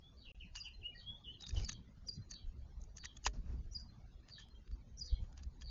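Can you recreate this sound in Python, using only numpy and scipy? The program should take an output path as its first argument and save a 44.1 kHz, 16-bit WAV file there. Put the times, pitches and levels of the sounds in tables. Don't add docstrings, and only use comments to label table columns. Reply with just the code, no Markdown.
import sys
import numpy as np
from scipy import signal
from scipy.fft import rfft, irfft, next_fast_len
from scipy.io import wavfile
from scipy.ndimage import uniform_filter1d

SR = 44100
rng = np.random.default_rng(int(sys.argv[2]) if len(sys.argv) > 2 else 0)


def wrap_up_sound(samples):
    columns = np.atleast_2d(samples).T
    tamed = np.clip(columns, -1, 1)
    steps = np.round(tamed * 32767).astype(np.int16)
    wavfile.write(sys.argv[1], SR, steps)


N = 251370
TIME = np.arange(N) / SR

# start in seconds, spray level in dB, body level in dB,
# length in seconds, brightness of the spray in dB per kHz.
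FLICKS = [(0.553, -50, -53.5, 0.005, -8), (0.5595, -46.5, -58.5, 0.0015, 4), (0.5614, -48, -64, 0.0029, -9),
          (0.566, -64, -62.5, 0.014, 11), (0.57, -49, -66, 0.002, 3), (0.596, -56, -63.5, 0.001, 0),
          (1.408, -54, -67, 0.0038, -15), (1.422, -51, -62.5, 0.0032, -10), (1.44, -61, -53.5, 0.0014, 9),
          (1.465, -51.5, -62.5, 0.0062, -15), (1.492, -43, -56, 0.0015, 0),
          (1.508, -53.5, -59.5, 0.0026, -18), (1.570, -53, -62, 0.0028, -1), (1.604, -64.5, -65, 0.0012, 0),
          (1.645, -45.5, -68, 0.0062, -10), (1.6881, -45, -54, 0.002, 6),
          (1.6923, -39.5, -44.5, 0.0043, 10), (1.719, -48, -55, 0.002, 23), (1.728, -49, -63, 0.0034, 19),
          (2.311, -44, -63, 0.0028, 17), (2.317, -52, -57.5, 0.0022, 15), (2.338, -56, -65, 0.0032, 0),
          (2.815, -61.5, -90, 0.0032, 21), (2.839, -56.5, -90, 0.0013, 13),
          (2.9706, -49.5, -66, 0.0042, 24), (2.981, -55, -61, 0.0051, 10), (3.036, -70, -56, 0.012, 4),
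          (3.045, -52.5, -56.5, 0.0067, 5), (3.054, -45, -53, 0.0037, 2), (3.169, -54, -64.5, 0.004, 16),
          (3.24, -55, -66.5, 0.0053, 12), (3.2494, -40.5, -74, 0.001, 7), (3.257, -52, -59, 0.0051, -1),
          (3.2599, -35.5, -51, 0.0036, 1), (3.2658, -37.5, -40, 0.0059, 2),
          (3.2681, -43.5, -39.5, 0.004, 6), (3.276, -50.5, -45, 0.0033, 9), (4.2865, -55, -55, 0.00059, -2),
          (4.292, -69, -69, 0.017, -5), (4.384, -66.5, -69, 0.037, -3), (4.676, -76, -68.5, 0.004, -5),
          (4.712, -74.5, -69.5, 0.0042, -5), (5.326, -68, -73, 0.0032, -2.5),
          (5.376, -59, -63, 0.0041, -3.5), (5.38, -77, -70.5, 0.023, 3), (5.4326, -60, -68, 0.0048, -1),
          (5.61, -63, -69, 0.0057, -2), (5.617, -60.5, -63, 0.011, -1.5)]
# pitch in Hz, width in Hz, level in dB.
SPRAY_BANDS = [(4960, 190, -2.5), (5840, 110, -3), (6413, 250, -2.5)]
BODY_BANDS = [(1330, 920, -0.5), (1764, 75, 9), (2400, 1200, -4.5), (2800, 580, -2.5), (3700, 470, -2)]
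# start in seconds, level in dB, brightness in dB per kHz.
KNOCKS = [(3.265, -27, -0.8), (3.2687, -35.5, 2.0)]
# pitch in Hz, level in dB, ring time in seconds.
CASE_TONES = [(264, -17, 0.24), (408, -15, 0.2), (458, -11, 0.07), (612, -25.5, 0.15), (734, -35, 0.0066),
              (947, -3.5, 0.035), (1005, -2.5, 0.022), (1190, -9.5, 0.021), (1835, -2.5, 0.017),
              (2610, -5, .015), (2940, 1.5, 0.0056), (4050, -5.5, 0.011), (4790, -17, .0088),
              (6500, -11, .004)]
# start in seconds, pitch in Hz, level in dB, ring time in seconds.
BUBBLES = [(1.506, 2510, -47.5, 0.018), (3.054, 1910, -37, 0.019), (3.167, 3380, -46.5, 0.025),
           (3.2525, 2830, -34.5, 0.032), (4.382, 1743, -51, 0.083), (5.62, 3250, -49, 0.031)]
# peak time, build-up and fade in seconds, hiss and air push in dB.
FLUTTERS = [(1.59, 0.045, 0.046, -57, -49), (3.335, 0.0024, 0.045, -69, -53.5),
            (3.51, 0.057, 0.059, -82.5, -54)]
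# time in seconds, level in dB.
WINGBEATS = [(1.537, -31), (1.578, -26), (1.62, -34)]
# start and length in seconds, pitch in Hz, glide and arch as shares of the
# pitch, level in dB.
SONG_NOTES = [(0.010, 0.1, 3404, 0.1, 0.00063, -66.5), (0.248, 0.087, 2817, -0.12, -0.0062, -59),
              (0.397, 0.065, 2793, -0.235, -0.016, -55.5), (0.549, 0.05, 2877, -0.07, -0.015, -52.5),
              (0.631, 0.071, 2952, -0.22, -0.021, -51.5), (0.802, 0.051, 2870, -0.39, -0.022, -66.5),
              (0.829, 0.023, 2807, 0.13, -0.0027, -54), (0.843, 0.04, 2873, 0.021, 0.0029, -43.5),
              (0.915, 0.029, 2410, 0.036, -0.0041, -64), (0.944, 0.034, 1975, 0.029, -0.046, -58.5),
              (1.0, 0.07, 3160, 0.05, 0, -68.5), (1.058, 0.069, 3337, 0.054, -0.004, -48),
              (1.117, 0.063, 3518, 0.14, -0.045, -59), (1.236, 0.053, 3216, -0.24, -0.0228, -56.5),
              (1.263, 0.062, 3030, 0.089, -0.028, -50), (1.318, 0.062, 3070, -0.19, 0.05, -61),
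              (1.388, 0.076, 3810, -0.072, 0.01, -60.5), (1.423, 0.061, 3782, -0.051, -0.014, -53.5),
              (1.554, 0.039, 2970, -0.056, 0.0064, -49.5), (1.612, 0.041, 2285, -0.088, 0.02, -65)]
# the whistle's middle, its length and the upstroke's lead in seconds,
# then the levels of upstroke, whistle and last note in dB.
CHIP_CALLS = [(0.614, 0.044, 0.028, -53, -46.5, -63.5), (2.093, 0.027, 0.012, -50.5, -40.5, -71.5),
              (3.762, 0.041, 0.034, -50, -42.5, -69.5), (5.021, 0.039, 0.032, -46, -43.5, -65)]
# delay in seconds, first, middle and last pitch in Hz, level in dB.
UPSTROKE_VOICES = [(0, 5450, 5810, 5980, -0.5), (0.006, 6000, 6710, 7470, -10.5)]
# start in seconds, level in dB, change from first to last step in dB.
FALLING_CALLS = [(0.163, -62, 2), (0.938, -57, -5.5), (1.632, -46, -12), (2.291, -51.5, -7.5),
                 (2.973, -55, -1), (4.295, -54, -3), (5.035, -55.5, 0), (5.635, -54.5, -1)]
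# delay and length in seconds, pitch and fall in Hz, level in dB.
CALL_STEPS = [(0, 0.082, 4530, 168, -4.5), (0.035, 0.078, 3900, 128, -6.5), (0.055, 0.11, 3250, 99, -8)]
# start and length in seconds, pitch in Hz, level in dB.
PEEPS = [(1.332, 0.032, 4170, -72.5), (2.144, 0.047, 4110, -68.5), (4.497, 0.039, 4190, -73),
         (4.541, 0.044, 3190, -71), (4.708, 0.048, 4630, -74), (4.804, 0.03, 2260, -80),
         (5.157, 0.049, 2210, -75.5)]
# delay in seconds, level in dB.
ECHOES = [(.021, -23.5), (.047, -29), (.064, -15), (.077, -21)]
# peak time in seconds,
# deep rumble in dB, upper range in dB, length in seconds.
GUSTS_AND_THUMPS = [(0.408, -49, -88, 0.086), (1.099, -55, -58.5, 0.049), (1.305, -60, -57, 0.059),
                    (1.588, -40, -64, 0.1), (1.738, -62, -55, 0.19), (2.189, -68, -55, 0.051),
                    (2.456, -46.5, -67, 0.038), (2.612, -45.5, -65.5, 0.065), (2.775, -49.5, -63, 0.038),
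                    (3.392, -41, -61, 0.043), (3.534, -40.5, -54.5, 0.17), (4.729, -42, -69, 0.054),
                    (5.134, -31, -62, 0.026), (5.228, -40, -58, 0.049), (5.463, -38.5, -73, 0.037)]
# time in seconds, deep rumble in dB, upper range in dB.
BREEZE = [(0, -56.5, -71.5), (1.0, -59, -68), (1.4, -58.5, -64), (2.8, -54.5, -63), (3.15, -57.5, -67),
          (3.85, -54.5, -61.5), (4.25, -63, -67.5), (4.898, -54, -65), (5.7, -51.5, -64)]
# frequency in Hz, level in dB.
FEATHER_COLOUR = [(300, -1), (480, 2), (800, 0), (1100, -22), (2000, -20), (3500, -13), (5000, -2.5),
                  (6500, -4.5), (7300, -23.5)]
AIR_PUSH_COLOUR = [(40, -23), (100, -0.5), (160, -9.5), (300, -21.5), (600, -29.5), (1500, -35),
                   (5000, -55)]
DEEP_AIR_COLOUR = [(10, -16), (22, 0.5), (45, 3.5), (66, 3), (95, -14.5), (140, -25.5), (220, -42.5),
                   (500, -64.5)]
UPPER_AIR_COLOUR = [(50, -14.5), (100, 2), (150, -6.5), (215, -8), (290, -19), (450, -28), (1000, -57.5)]
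HISS_COLOUR = [(60, -4), (140, -5), (210, -6.5), (300, -12), (500, -15.5), (700, -16.5), (1000, -20),
               (1500, -22.5), (3000, -30), (4200, -26), (5700, -29.5), (6800, -31), (7600, -55)]
# time in seconds, level in dB.
CRACKLES = [(0.6856, -51), (2.086, -45), (4.487, -53.5)]


def water_flicks(drops_per_s=6000, drag_db=-13.5, drag_s=0.0062, fall_db=-24, fall_s=0.013):
    out, t = np.zeros(N), np.arange(-SR // 20, SR // 8) / SR
    since, until = np.maximum(t, 0), np.maximum(-t, 0)
    highs = signal.butter(3, [4000, 7400], "band", fs=SR, output="sos")
    mids = signal.butter(3, [850, 4000], "band", fs=SR, output="sos")
    for start, spray_db, body_db, length, brightness in FLICKS:
        rise = 1 - np.exp(-(since / (0.14 * length)) ** 2)
        drag = (1 - rise) * gain_of(drag_db) * np.exp(-until / drag_s)
        burst = np.exp(-(since / length) ** 2)
        fall = gain_of(fall_db) * np.exp(-since / fall_s)
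        swell = drag + rise * (burst + fall)
        impacts = swell * rng.standard_normal(len(t)) * (rng.random(len(t)) < drops_per_s / SR)
        retune = [1 + 0.023 * rng.standard_normal(), 1, 1]
        tilted = [(hz, width, db + brightness * (hz - SPRAY_BANDS[0][0]) / 1000)
                  for hz, width, db in SPRAY_BANDS]
        spray = unit_level(signal.sosfilt(highs, resonate(impacts, np.multiply(tilted, retune))))
        body = unit_level(signal.sosfilt(mids, resonate(impacts, np.multiply(BODY_BANDS, retune))))
        flick = gain_of(spray_db) * spray + gain_of(body_db) * body
        add(out, start + t[0], flick * np.sqrt(length * SR / len(t)))
    return out


def case_knocks(tick_db=-8, tick_s=0.00029, sway_hz=48, sway_db=-32, sway_ring_s=0.23):
    out, t = np.zeros(N), np.arange(SR // 4) / SR
    for start, db, brightness in KNOCKS:
        ring = np.zeros(len(t))
        for hz, tone_db, ring_s in CASE_TONES:
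            fade = gain_of(tone_db + brightness * (hz / 1000 - 1) - 60 * t / ring_s)
            ring += fade * np.sin(2 * np.pi * hz * t)
        tick = gain_of(tick_db) * np.exp(-t / tick_s) * rng.standard_normal(len(t))
        add(out, start, gain_of(db) * (ring + tick))
    out = signal.sosfilt(signal.butter(2, 700, "high", fs=SR, output="sos"), out)
    sway = gain_of(sway_db - 60 * t / sway_ring_s) * (1 - np.exp(-t / 0.002))
    add(out, KNOCKS[-1][0], -sway * np.sin(2 * np.pi * sway_hz * t))
    return out


def bubbles(rise_per_s=0.58):
    out, t = np.zeros(N), np.arange(SR // 10) / SR
    for start, hz, db, ring_s in BUBBLES:
        cycles = hz * t * (1 + rise_per_s * t)
        loudness = gain_of(db - 60 * t / ring_s) * (1 - np.exp(-t / 0.0012))
        add(out, start, loudness * np.sin(2 * np.pi * cycles))
    return out


def wing_flutters(drops_per_s=130, drop_spread_db=4):
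    hiss, push = np.zeros((2, N))
    for peak, build_s, fade_s, hiss_db, push_db in FLUTTERS:
        swell = np.exp(-np.maximum((peak - TIME) / build_s, (TIME - peak) / fade_s) ** 2)
        hiss += gain_of(hiss_db) * swell
        push += gain_of(push_db) * swell
    feathers = patchy(noise(FEATHER_COLOUR), patch_db=3) * flicker(db=4, rate_hz=300)
    drops = rng.random(N) < drops_per_s / SR
    strengths = gain_of(drop_spread_db * np.minimum(rng.exponential(1, N), 3))
    ticks = gain_of(-7) * unit_level(resonate(drops * strengths, SPRAY_BANDS + BODY_BANDS[2:]))
    return hiss * (feathers + ticks) + push * noise(AIR_PUSH_COLOUR)


def wingbeats(stroke_s=0.0056):
    out = np.zeros(N)
    for peak, db in WINGBEATS:
        offset = (TIME - peak) / stroke_s
        out += gain_of(db) * (2 * offset ** 2 - 1) * np.exp(-offset ** 2)
    return out


def song(rasp_per_fall=4):
    out = np.zeros(N)
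    for start, length, hz, glide, arch, db in SONG_NOTES:
        bend = hz * (1 - glide / 2), hz * (1 + arch), hz * (1 + glide / 2)
        rasp = rasp_per_fall * max(-glide, 0)
        tone = note(length, bend, waver=0.006, waver_hz=270, rasp=rasp, rasp_hz=254)
        add(out, start, gain_of(db) * tone)
    return garden_echoes(out, tail_db=-8.5, ring_s=0.17, echo_db=-16.5)


def chip_calls(upstroke_s=0.058, last_after_s=0.119):
    high, low = np.zeros((2, N))
    for middle, length, lead, up_db, whistle_db, last_db in CHIP_CALLS:
        for delay, *bend, voice_db in UPSTROKE_VOICES:
            scratch = note(upstroke_s, bend, taper=4.2, waver=0.015, waver_hz=614,
                           rasp=0.63, rasp_hz=256)
            add(high, middle - lead + delay - upstroke_s / 2, gain_of(up_db + voice_db) * scratch)
        whistle = note(length, (4820, 4860, 4300), taper=2, waver=0.012, waver_hz=400, rasp=0.072)
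        add(low, middle - length / 2, gain_of(whistle_db) * whistle)
        last = note(0.028, (4150, 4140, 4100), waver=0.0029, waver_hz=197)
        add(low, middle + last_after_s, gain_of(last_db) * last)
    high *= flicker(db=3, rate_hz=140)
    high = garden_echoes(high, tail_db=-19, ring_s=0.3, echo_db=3, direct_db=-4.5)
    return high + garden_echoes(low, tail_db=-9, ring_s=0.15, echo_db=-6.5)


def falling_calls():
    out = np.zeros(N)
    for start, db, change_db in FALLING_CALLS:
        for delay, length, hz, fall_hz, step_db in CALL_STEPS:
            bend = hz + fall_hz / 2, hz, hz - fall_hz / 2
            step = note(length, bend, waver=0.012, waver_hz=380, rasp=0.9, rasp_hz=212)
            level_db = db + step_db + change_db * delay / CALL_STEPS[-1][0]
            add(out, start + delay, gain_of(level_db) * step)
    out *= flicker(db=2.5, rate_hz=45)
    return garden_echoes(out, tail_db=-9, ring_s=0.14, echo_db=-7, direct_db=-1)


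def peeps():
    out = np.zeros(N)
    for start, length, hz, db in PEEPS:
        add(out, start, gain_of(db) * note(length, (hz, hz, hz), waver=0.0072, waver_hz=207))
    return garden_echoes(out, tail_db=-12, ring_s=0.04, echo_db=0)


def coo(start_s=4.99, length_s=0.27, hz=497, db=-74):
    out = np.zeros(N)
    murmur = note(length_s, (hz, hz, hz), taper=0.35, waver=0.014, waver_hz=12, rasp=1, rasp_hz=22)
    add(out, start_s, gain_of(db) * murmur)
    return out


def air_on_microphone(lump_db=4.5):
    deep, upper = np.zeros((2, N))
    for peak, deep_db, upper_db, length in GUSTS_AND_THUMPS:
        swell = np.exp(-2 * ((TIME - peak) / length) ** 2)
        deep += gain_of(deep_db) * swell
        upper += gain_of(upper_db) * swell
    lumps = wander(N, rate_hz=11)
    times, deep_levels, upper_levels = np.transpose(BREEZE)
    deep = np.hypot(deep, gain_of(np.interp(TIME, times, deep_levels) + lump_db * lumps))
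    upper = np.hypot(upper, gain_of(np.interp(TIME, times, upper_levels) - 0.5 * lumps))
    rumble = noise(DEEP_AIR_COLOUR)
    rumble /= np.sqrt(uniform_filter1d(rumble ** 2, size=2600))
    rumble *= deep * gain_of(-2) * flicker(db=1, rate_hz=10)
    return rumble + upper * patchy(noise(UPPER_AIR_COLOUR), patch_db=4)


def background_hiss(level_db=-69):
    return gain_of(level_db) * patchy(noise(HISS_COLOUR), patch_db=5.5) * flicker(db=1, rate_hz=33)


def garden_echoes(sound, tail_db, ring_s, echo_db, direct_db=0):
    t = np.arange(SR // 2) / SR
    scatter = rng.standard_normal(len(t)) * (rng.random(len(t)) < 0.02)
    tail = scatter * gain_of(-60 * t / ring_s) * (1 - np.exp(-t / 0.12))
    response = gain_of(tail_db) * tail / np.linalg.norm(tail)
    for delay, db in ECHOES:
        add(response, delay, gain_of([db + echo_db]))
    return gain_of(direct_db) * sound + signal.fftconvolve(sound, response)[:N]


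def note(length_s, bend_hz, waver, waver_hz, taper=1, rasp=0, rasp_hz=300):
    count = int(length_s * SR)
    progress = np.linspace(0, 1, count)
    hz = np.polyval(np.polyfit([0, 0.5, 1], bend_hz, 2), progress)
    hz *= 1 + waver * wander(count, waver_hz)
    tone = np.exp(2j * np.pi * np.cumsum(hz) / SR)
    roughness = wander(count, rasp_hz) + 1j * wander(count, rasp_hz)
    share = np.clip(rasp, 0, 1)
    voice = (tone * (np.sqrt(2 * (1 - share)) + np.sqrt(share) * roughness)).imag
    return abs(np.sin(np.pi * progress)) ** taper * voice


def resonate(sound, bands):
    return sum(gain_of(db) * signal.lfilter(*signal.iirpeak(hz, hz / width, SR), sound)
               for hz, width, db in bands)


def noise(colour):
    hz, db = np.transpose(colour)
    shape_db = np.interp(np.log(np.fft.rfftfreq(N, 1 / SR) + 1), np.log(hz + 1), db)
    return unit_level(irfft(rfft(rng.standard_normal(N)) * gain_of(shape_db), N))


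def patchy(sound, patch_db):
    _, _, grid = signal.stft(sound, SR, nperseg=1024, noverlap=768)
    patches = uniform_filter1d(rng.standard_normal(grid.shape), size=5, axis=0)
    patches = uniform_filter1d(patches, size=8, axis=1)
    grid *= gain_of(patch_db * unit_level(patches))
    return unit_level(signal.istft(grid, SR, nperseg=1024, noverlap=768)[1][:N])


def wander(count, rate_hz):
    size = next_fast_len(count + SR // 4)
    smoothing = np.exp(-(np.fft.rfftfreq(size, 1 / SR) / rate_hz) ** 2)
    return unit_level(irfft(rfft(rng.standard_normal(size)) * smoothing, size))[:count]


def flicker(db, rate_hz):
    return gain_of(db * wander(N, rate_hz))


def gain_of(db):
    return 10 ** (np.asarray(db) / 20)


def unit_level(sound):
    return sound / np.sqrt(np.mean(sound ** 2) + 1e-20)


def add(mix, start_s, sound):
    part = mix[max(round(start_s * SR), 0):][:len(sound)]
    part += sound[:len(part)]


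def scene():
    near = water_flicks() + case_knocks() + bubbles() + wing_flutters() + wingbeats()
    far = song() + chip_calls() + falling_calls() + peeps() + coo()
    return (near + far + background_hiss() + air_on_microphone())[None]


def record(dry, treble_hz=7350, edge_hz=8091, hiss_db=-100, gap_from_s=0.318, gap_to_s=0.347):
    gap = 1.0 * ((TIME > gap_from_s) & (TIME < gap_to_s))
    volume = 1 - 0.99 * uniform_filter1d(gap, size=60)
    heard = signal.oaconvolve(dry * volume, signal.firwin(301, treble_hz, fs=SR)[None], "same")
    electronics = gain_of(hiss_db) * rng.standard_normal(N)
    for start, db in CRACKLES:
        add(electronics, start, gain_of(db) * np.hanning(7))
    steep_cut = signal.firwin(511, edge_hz, window=("kaiser", 9), fs=SR)
    return electronics + signal.oaconvolve(heard, steep_cut[None], "same")


dry = scene()
out = record(dry)
wrap_up_sound(out)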